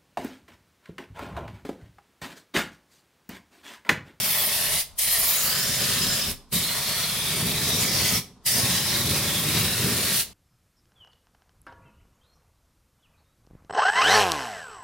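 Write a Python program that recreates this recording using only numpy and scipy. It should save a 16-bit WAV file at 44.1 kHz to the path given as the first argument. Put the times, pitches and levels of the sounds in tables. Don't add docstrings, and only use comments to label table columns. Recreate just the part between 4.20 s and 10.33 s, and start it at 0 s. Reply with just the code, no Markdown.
import sys
import numpy as np
from scipy import signal
from scipy.fft import rfft, irfft
from scipy.io import wavfile
from scipy.ndimage import uniform_filter1d, map_coordinates

SR = 44100
rng = np.random.default_rng(int(sys.argv[2]) if len(sys.argv) > 2 else 0)


def ratio(d):
    e = np.asarray(d, float) / 20
    return 10 ** e


def wav_out(sig):
    wavfile.write(sys.argv[1], SR, np.round(np.clip(np.atleast_2d(sig).T, -1, 1) * 32767).astype(np.int16))


N = 270465
TIME = np.arange(N) / SR
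HZ = np.maximum(np.fft.rfftfreq(N, 1 / SR), 1)
OPEN_S = 0.018

# (valve cracks [s], valve opens [s], valve shuts [s], leak before opening [dB])
TRIGGER_PULLS = [
    (-.1, -0.042, 0.61, -30.),
    (0.754, 0.772, 2.111, -29),
    (2.288, 2.31, 3.982, -32),
    (4.234, 4.246, 6.01, -32),
]
# (opening [dB], closing [dB])
AIR_ONLY_BITE = [(2.5, 3.5), (8, 3.5), (5., 2), (6.5, 4.5)]
# (time [s], boom [dB], splash [dB])
HAND_AIM = [
    [(0.0, -43, -29), (0.58, -44.5, -28), (0.6, -60, -28)],
    [(0.8, -67, -29), (0.86, -45, -29.5), (0.954, -56, -27.5), (0.986, -44.5, -28.5), (1.184, -49, -29),
     (1.248, -42.5, -28), (1.874, -34, -28), (1.974, -40, -29), (2.09, -37.5, -33.5)],
    [(2.335, -31.5, -29.5), (2.517, -41.5, -30.5), (3.045, -40, -30), (3.281, -29, -30),
     (3.327, -32.5, -29.5), (3.841, -32, -27.5), (3.895, -40, -27), (3.931, -27.5, -27), (3.97, -30, -29)],
    [(4.27, -39.5, -27.5), (4.418, -29, -27), (4.674, -37, -29), (4.872, -27.5, -28), (5.112, -32.5, -28.5),
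     (5.454, -29.5, -28), (5.56, -35, -30), (5.652, -27, -28), (6.0, -40.5, -26.5)],
]
# (frequency [Hz], level [dB per Hz])
JET_TONE = [(40, -46.5), (75, -7), (105, -5.5), (145, -1.5), (246, -9.5), (290, -23), (400, -8.5),
            (470, -16.5), (610, -7.5), (800, -14.5), (1410, -15), (1830, -9.5), (2600, -14),
            (3300, -11), (4200, -11), (5300, -11.5), (6800, -17.5), (8400, -18), (9300, -17),
                 (10800, -18.5), (12000, -21), (13800, -20.5), (15800, -23.5)]
PART_BORDERS = [
    8500,
    2200,
    450,
]
# (frequency [Hz], likeness [1 = same])
PORT_LIKENESS = [(60, 0.96), (110, 1), (200, 0.98), (380, 0.97), (700, 0.94), (1290, 0.9), (2380, 0.85),
                 (4400, 0.39), (8120, 0.22), (15000, 0.13)]
# (delay [s], swing [s], level [dB])
NEAR_ECHOES = [(.00027, 0.000071, -51), (.00078, 0.00013, -11.5), (.00175, 0.000049, -24.5),
               (.0041, 0.00027, -12.5)]
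# (start [s], end [s], pitch [Hz], width [Hz], level [dB])
NOZZLE_TONES = [(0, 0.623, 10000, 1500, -33), (0, 0.547, 12840, 700, -34.5), (0, 0.406, 11950, 500, -34.5),
                (0, .3, 14700, 2000, -32), (0.778, 1.253, 9920, 1600, -32),
                (0.912, 1.372, 12770, 2240, -28.5), (0.987, 1.4, 15350, 705, -34),
                (3.879, 4, 12550, 500, -39), (4.26, 4.603, 9600, 1200, -40.5),
                (5.784, 6.026, 10700, 400, -37.5)]
# (start [s], end [s], from [Hz], to [Hz], level [dB])
EDGE_TONES = [(0.1, 0.44, 3470, 3200, -41.5), (1.22, 1.58, 4300, 6100, -35), (1.52, 2.1, 5000, 5200, -33),
              (1.57, 2.08, 4200, 3670, -36), (2.33, 2.597, 3850, 4300, -34.5),
              (2.65, 2.87, 4140, 4300, -33.5), (2.7, 3.17, 3370, 3570, -37.5),
              (3.246, 3.6, 3860, 3800, -36), (3.502, 4.1, 5700, 5500, -35.5), (3.55, 3.98, 6900, 6300, -39),
              (3.7, 4.3, 4200, 4500, -40.5), (3.602, 3.978, 5200, 4500, -35.5),
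              (4.14, 4.75, 4700, 5480, -34), (4.404, 4.994, 3920, 4010, -37.5),
              (4.383, 4.603, 6300, 6600, -34), (4.796, 5.393, 5800, 1960, -45),
              (5.294, 5.608, 4160, 3700, -37.5), (5.7, 6.0, 3400, 4000, -39.5),
              (0.96, 2.0, 6900, 7200, -38.5), (4.26, 4.42, 5200, 9800, -34), (2.85, 3.25, 11000, 8600, -38),
              (4.29, 4.37, 4500, 6400, -31)]
# (frequency [Hz], time to fall by 60 dB [s])
SHED_RING = [(100, 0.56), (400, 0.81), (1500, 0.31), (5000, 0.33), (10000, 0.28), (15000, 0.21)]
# (frequency [Hz], level [dB per Hz])
FLOOR_TONE = [(35, -29), (60, 3), (276, -8.5), (355, -13), (564, -18), (648, -11), (1010, -7), (2060, -23),
              (4410, -20), (9230, -28), (15000, -49)]
# (time [s], level [dB])
AIR_PUFFS = [(.53, -43), (.74, -50.5), (1.019, -43.5), (1.25, -50), (1.52, -46), (1.91, -44), (2.1, -41),
             (2.339, -53), (2.55, -52), (3.0, -54), (3.34, -45), (3.5, -44), (3.98, -52), (4.27, -56),
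             (4.85, -51), (5.05, -51), (5.48, -47), (6.1, -54)]


def rms_one(x):
    return x / np.sqrt(np.mean(x ** 2) + 1e-20)


def at_hz(points, hz):
    table = np.array(points)
    return np.interp(np.log(hz), np.log(table[:, 0]), table[:, 1])


def drift(rate_hz):
    r = np.exp(-2 * np.pi * rate_hz * 40 / SR)
    noise = rng.standard_normal(N // 40 + 2002)
    slow = signal.lfilter([1], [1, -2 * r, r * r], noise)[2000:]
    return np.interp(np.arange(N) / 40, np.arange(len(slow)), rms_one(slow))


def two_ports(mid, side, alike):
    return np.sqrt(1 + alike) * mid + np.sqrt(1 - alike) * side * [[1], [-1]]


def stereo_noise(gain, alike):
    mid, side = rfft(rng.standard_normal((2, N)))
    return rms_one(irfft(gain * two_ports(mid, side, np.clip(alike, -1, 1)), N))


def valve():
    shut_db_per_s = 503
    flow = np.zeros(N)
    for crack, opens, shuts, leak_db in TRIGGER_PULLS:
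        rise_times = [crack - .01, crack, opens, opens + OPEN_S]
        rise_db = np.interp(TIME, rise_times, [-90, leak_db - 16, leak_db, 0])
        fall_db = shut_db_per_s * np.maximum(TIME - shuts, 0)
        flow += ratio(rise_db - fall_db)
    return flow


def air_only():
    lift_s, seat_s = 0.17, 0.11
    bite_db = np.zeros(N)
    for (_, opens, shuts, _), (opening_db, closing_db) in zip(TRIGGER_PULLS, AIR_ONLY_BITE):
        still_down = np.clip(1 - (TIME - opens - OPEN_S) / lift_s, 0, 1)
        seating = np.clip(1 - (shuts - TIME) / seat_s, 0, 1)
        on = TIME > opens - .05
        bite_db[on] = (opening_db * still_down + closing_db * seating)[on]
    return bite_db


def jet(shared_db, flicker_db, gusty_db):
    times, *aim = np.transpose(np.vstack(HAND_AIM))
    boom_db, splash_db = [np.interp(TIME, times, column) for column in aim]
    near_db, bite_db = splash_db + 28, air_only()
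    hard_db = boom_db + 35
    hiss_db = -27 + near_db + bite_db
    rush_db = -35.5 + 0.64 * near_db + 0.059 * hard_db - 0.88 * bite_db
    levels_db = [hiss_db, splash_db - 0.25, rush_db, boom_db - 0.5]

    colour = ratio(at_hz(JET_TONE, HZ))
    alike = at_hz(PORT_LIKENESS, HZ)
    above = [0] + [1 / (1 + (border / HZ) ** 8) for border in PART_BORDERS] + [1]
    together = drift(17.0)
    out = 0
    for k, (level_db, gust_db) in enumerate(zip(levels_db, [0, 0, 0, gusty_db])):
        band = np.sqrt(np.maximum(above[k + 1] - above[k], 0))
        part = stereo_noise(colour * band, alike)
        lumps_db = shared_db * together + flicker_db * drift(41) + gust_db * drift(15.0)
        out = out + part * ratio(level_db + lumps_db)

    roar_hz, roar_width_hz = 345, 207
    roar = stereo_noise(1 / (1 + (2 * (HZ - roar_hz) / roar_width_hz) ** 2), alike)
    roar_db = -45.5 + 1.4 * hard_db
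    return out + roar * ratio(roar_db + gusty_db * drift(43))


def moving_echoes(x, hand_rate_hz):
    dull = signal.sosfilt(signal.butter(1, 2500, fs=SR, output="sos"), x)
    out, power = x.copy(), 1
    for delay_s, swing_s, level_db in NEAR_ECHOES:
        late_s = np.maximum(delay_s + swing_s * drift(hand_rate_hz), 0)
        at = np.arange(N) - np.round(SR * late_s).astype(int)
        out += ratio(level_db) * dull[:, np.maximum(at, 0)]
        power += ratio(2 * level_db)
    return out / np.sqrt(power)


def whistles(fade_s, waver_db):
    edge_width = 0.094
    rows = [(a, b, hz, hz, width_hz, db, .7) for a, b, hz, width_hz, db in NOZZLE_TONES]
    rows += [(a, b, hz, to_hz, edge_width * hz, db, .4) for a, b, hz, to_hz, db in EDGE_TONES]
    out = np.zeros((2, N))
    for start, end, from_hz, to_hz, width_hz, level_db, alike in rows:
        near = np.flatnonzero((TIME > start - fade_s) & (TIME < end + fade_s))
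        white = rng.standard_normal((2, 2, N // 4))[..., :len(near)]
        narrow = signal.butter(2, width_hz / 2, fs=SR, output="sos")
        mid, side = signal.sosfilt(narrow, white[0] + 1j * white[1])
        pitch_hz = np.interp(TIME[near], [start, end], [from_hz, to_hz])
        turn = np.exp(2j * np.pi * np.cumsum(pitch_hz) / SR)
        tone = rms_one(np.real(turn * two_ports(mid, side, alike)))
        swell = np.clip(np.minimum(TIME - start, end - TIME) / fade_s + .5, 0, 1)
        out[:, near] += tone * (swell * ratio(level_db + waver_db * drift(16.7)))[near]
    return out


def ridges(x):
    width_hz, life_s, ridge_db = 219.9, .1, 2
    from_hz, to_hz = 910, 9100
    hz, s, cells = signal.stft(x, SR, nperseg=1024)
    coarse = rng.standard_normal((200, 200))
    at = np.meshgrid(np.minimum(hz / width_hz, 199), np.minimum(s / life_s, 199), indexing="ij")
    bumps = map_coordinates(coarse, at, order=3)
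    depth_db = ridge_db / (1 + (from_hz / (hz + 1)) ** 2) / (1 + (hz / to_hz) ** 2)
    return signal.istft(cells * ratio(depth_db[:, None] * bumps), SR, nperseg=1024)[1][:, :N]


def shed(x):
    size, lead = SR // 2, SR // 4
    t = np.arange(size) / SR
    hz = np.maximum(np.fft.rfftfreq(size, 1 / SR), 1)
    mid, side = rfft(rng.standard_normal((2, size)))
    white = two_ports(mid, side, np.clip(at_hz(PORT_LIKENESS, hz), -1, 1))
    tail = 0
    for k, (_, t60) in enumerate(SHED_RING):
        share = at_hz([(centre, j == k) for j, (centre, _) in enumerate(SHED_RING)], hz)
        tail = tail + irfft(white * share, size) * ratio(-60 * t / t60) / np.sqrt(t60)
    tail *= np.clip(t / 0.00093 - 1, 0, 1)
    tail /= np.sqrt(np.sum(tail ** 2) / 2)
    source = np.concatenate([x[0, lead:0:-1], x[0]])
    return signal.fftconvolve(source[None], tail, axes=1)[:, lead:lead + N]


def quiet_floor():
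    hum = stereo_noise(ratio(at_hz(FLOOR_TONE, HZ)), at_hz(PORT_LIKENESS, HZ))
    return hum * ratio(-60 + 1.46 * drift(15.0))


def draught():
    rise_db_per_s, fall_db_per_s, calm_db = 78, 114, -60.5
    s, db = np.transpose(AIR_PUFFS)[:, :, None]
    before, after = np.maximum(s - TIME, 0), np.maximum(TIME - s, 0)
    puffs_db = db - rise_db_per_s * before - fall_db_per_s * after
    calm = ratio(calm_db) * uniform_filter1d(valve(), size=2000)
    level = ratio(puffs_db.max(axis=0)) + calm
    low_cut = (HZ / 30) ** 2 / (1 + (HZ / 30) ** 2)
    rumble = low_cut / (1 + (HZ / 65) ** 4)
    return level * stereo_noise(rumble, 0.44)


def scene():
    air = jet(shared_db=0.68, flicker_db=0.93, gusty_db=0.8)
    at_wheel = moving_echoes(air, hand_rate_hz=0.67) + whistles(fade_s=.16, waver_db=3.5)
    gun = valve() * ridges(at_wheel)
    return gun + ratio(-10.5) * shed(gun) + quiet_floor() + draught()


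def band_limit(x):
    return signal.sosfilt(signal.butter(12, 17040, fs=SR, output="sos"), x)


def record(dry):
    steep = signal.ellip(12, .3, 80, 15850, fs=SR, output="sos")
    mix = signal.sosfilt(steep, dry)
    return band_limit(mix)


dry = scene()
out = record(dry)
wav_out(out)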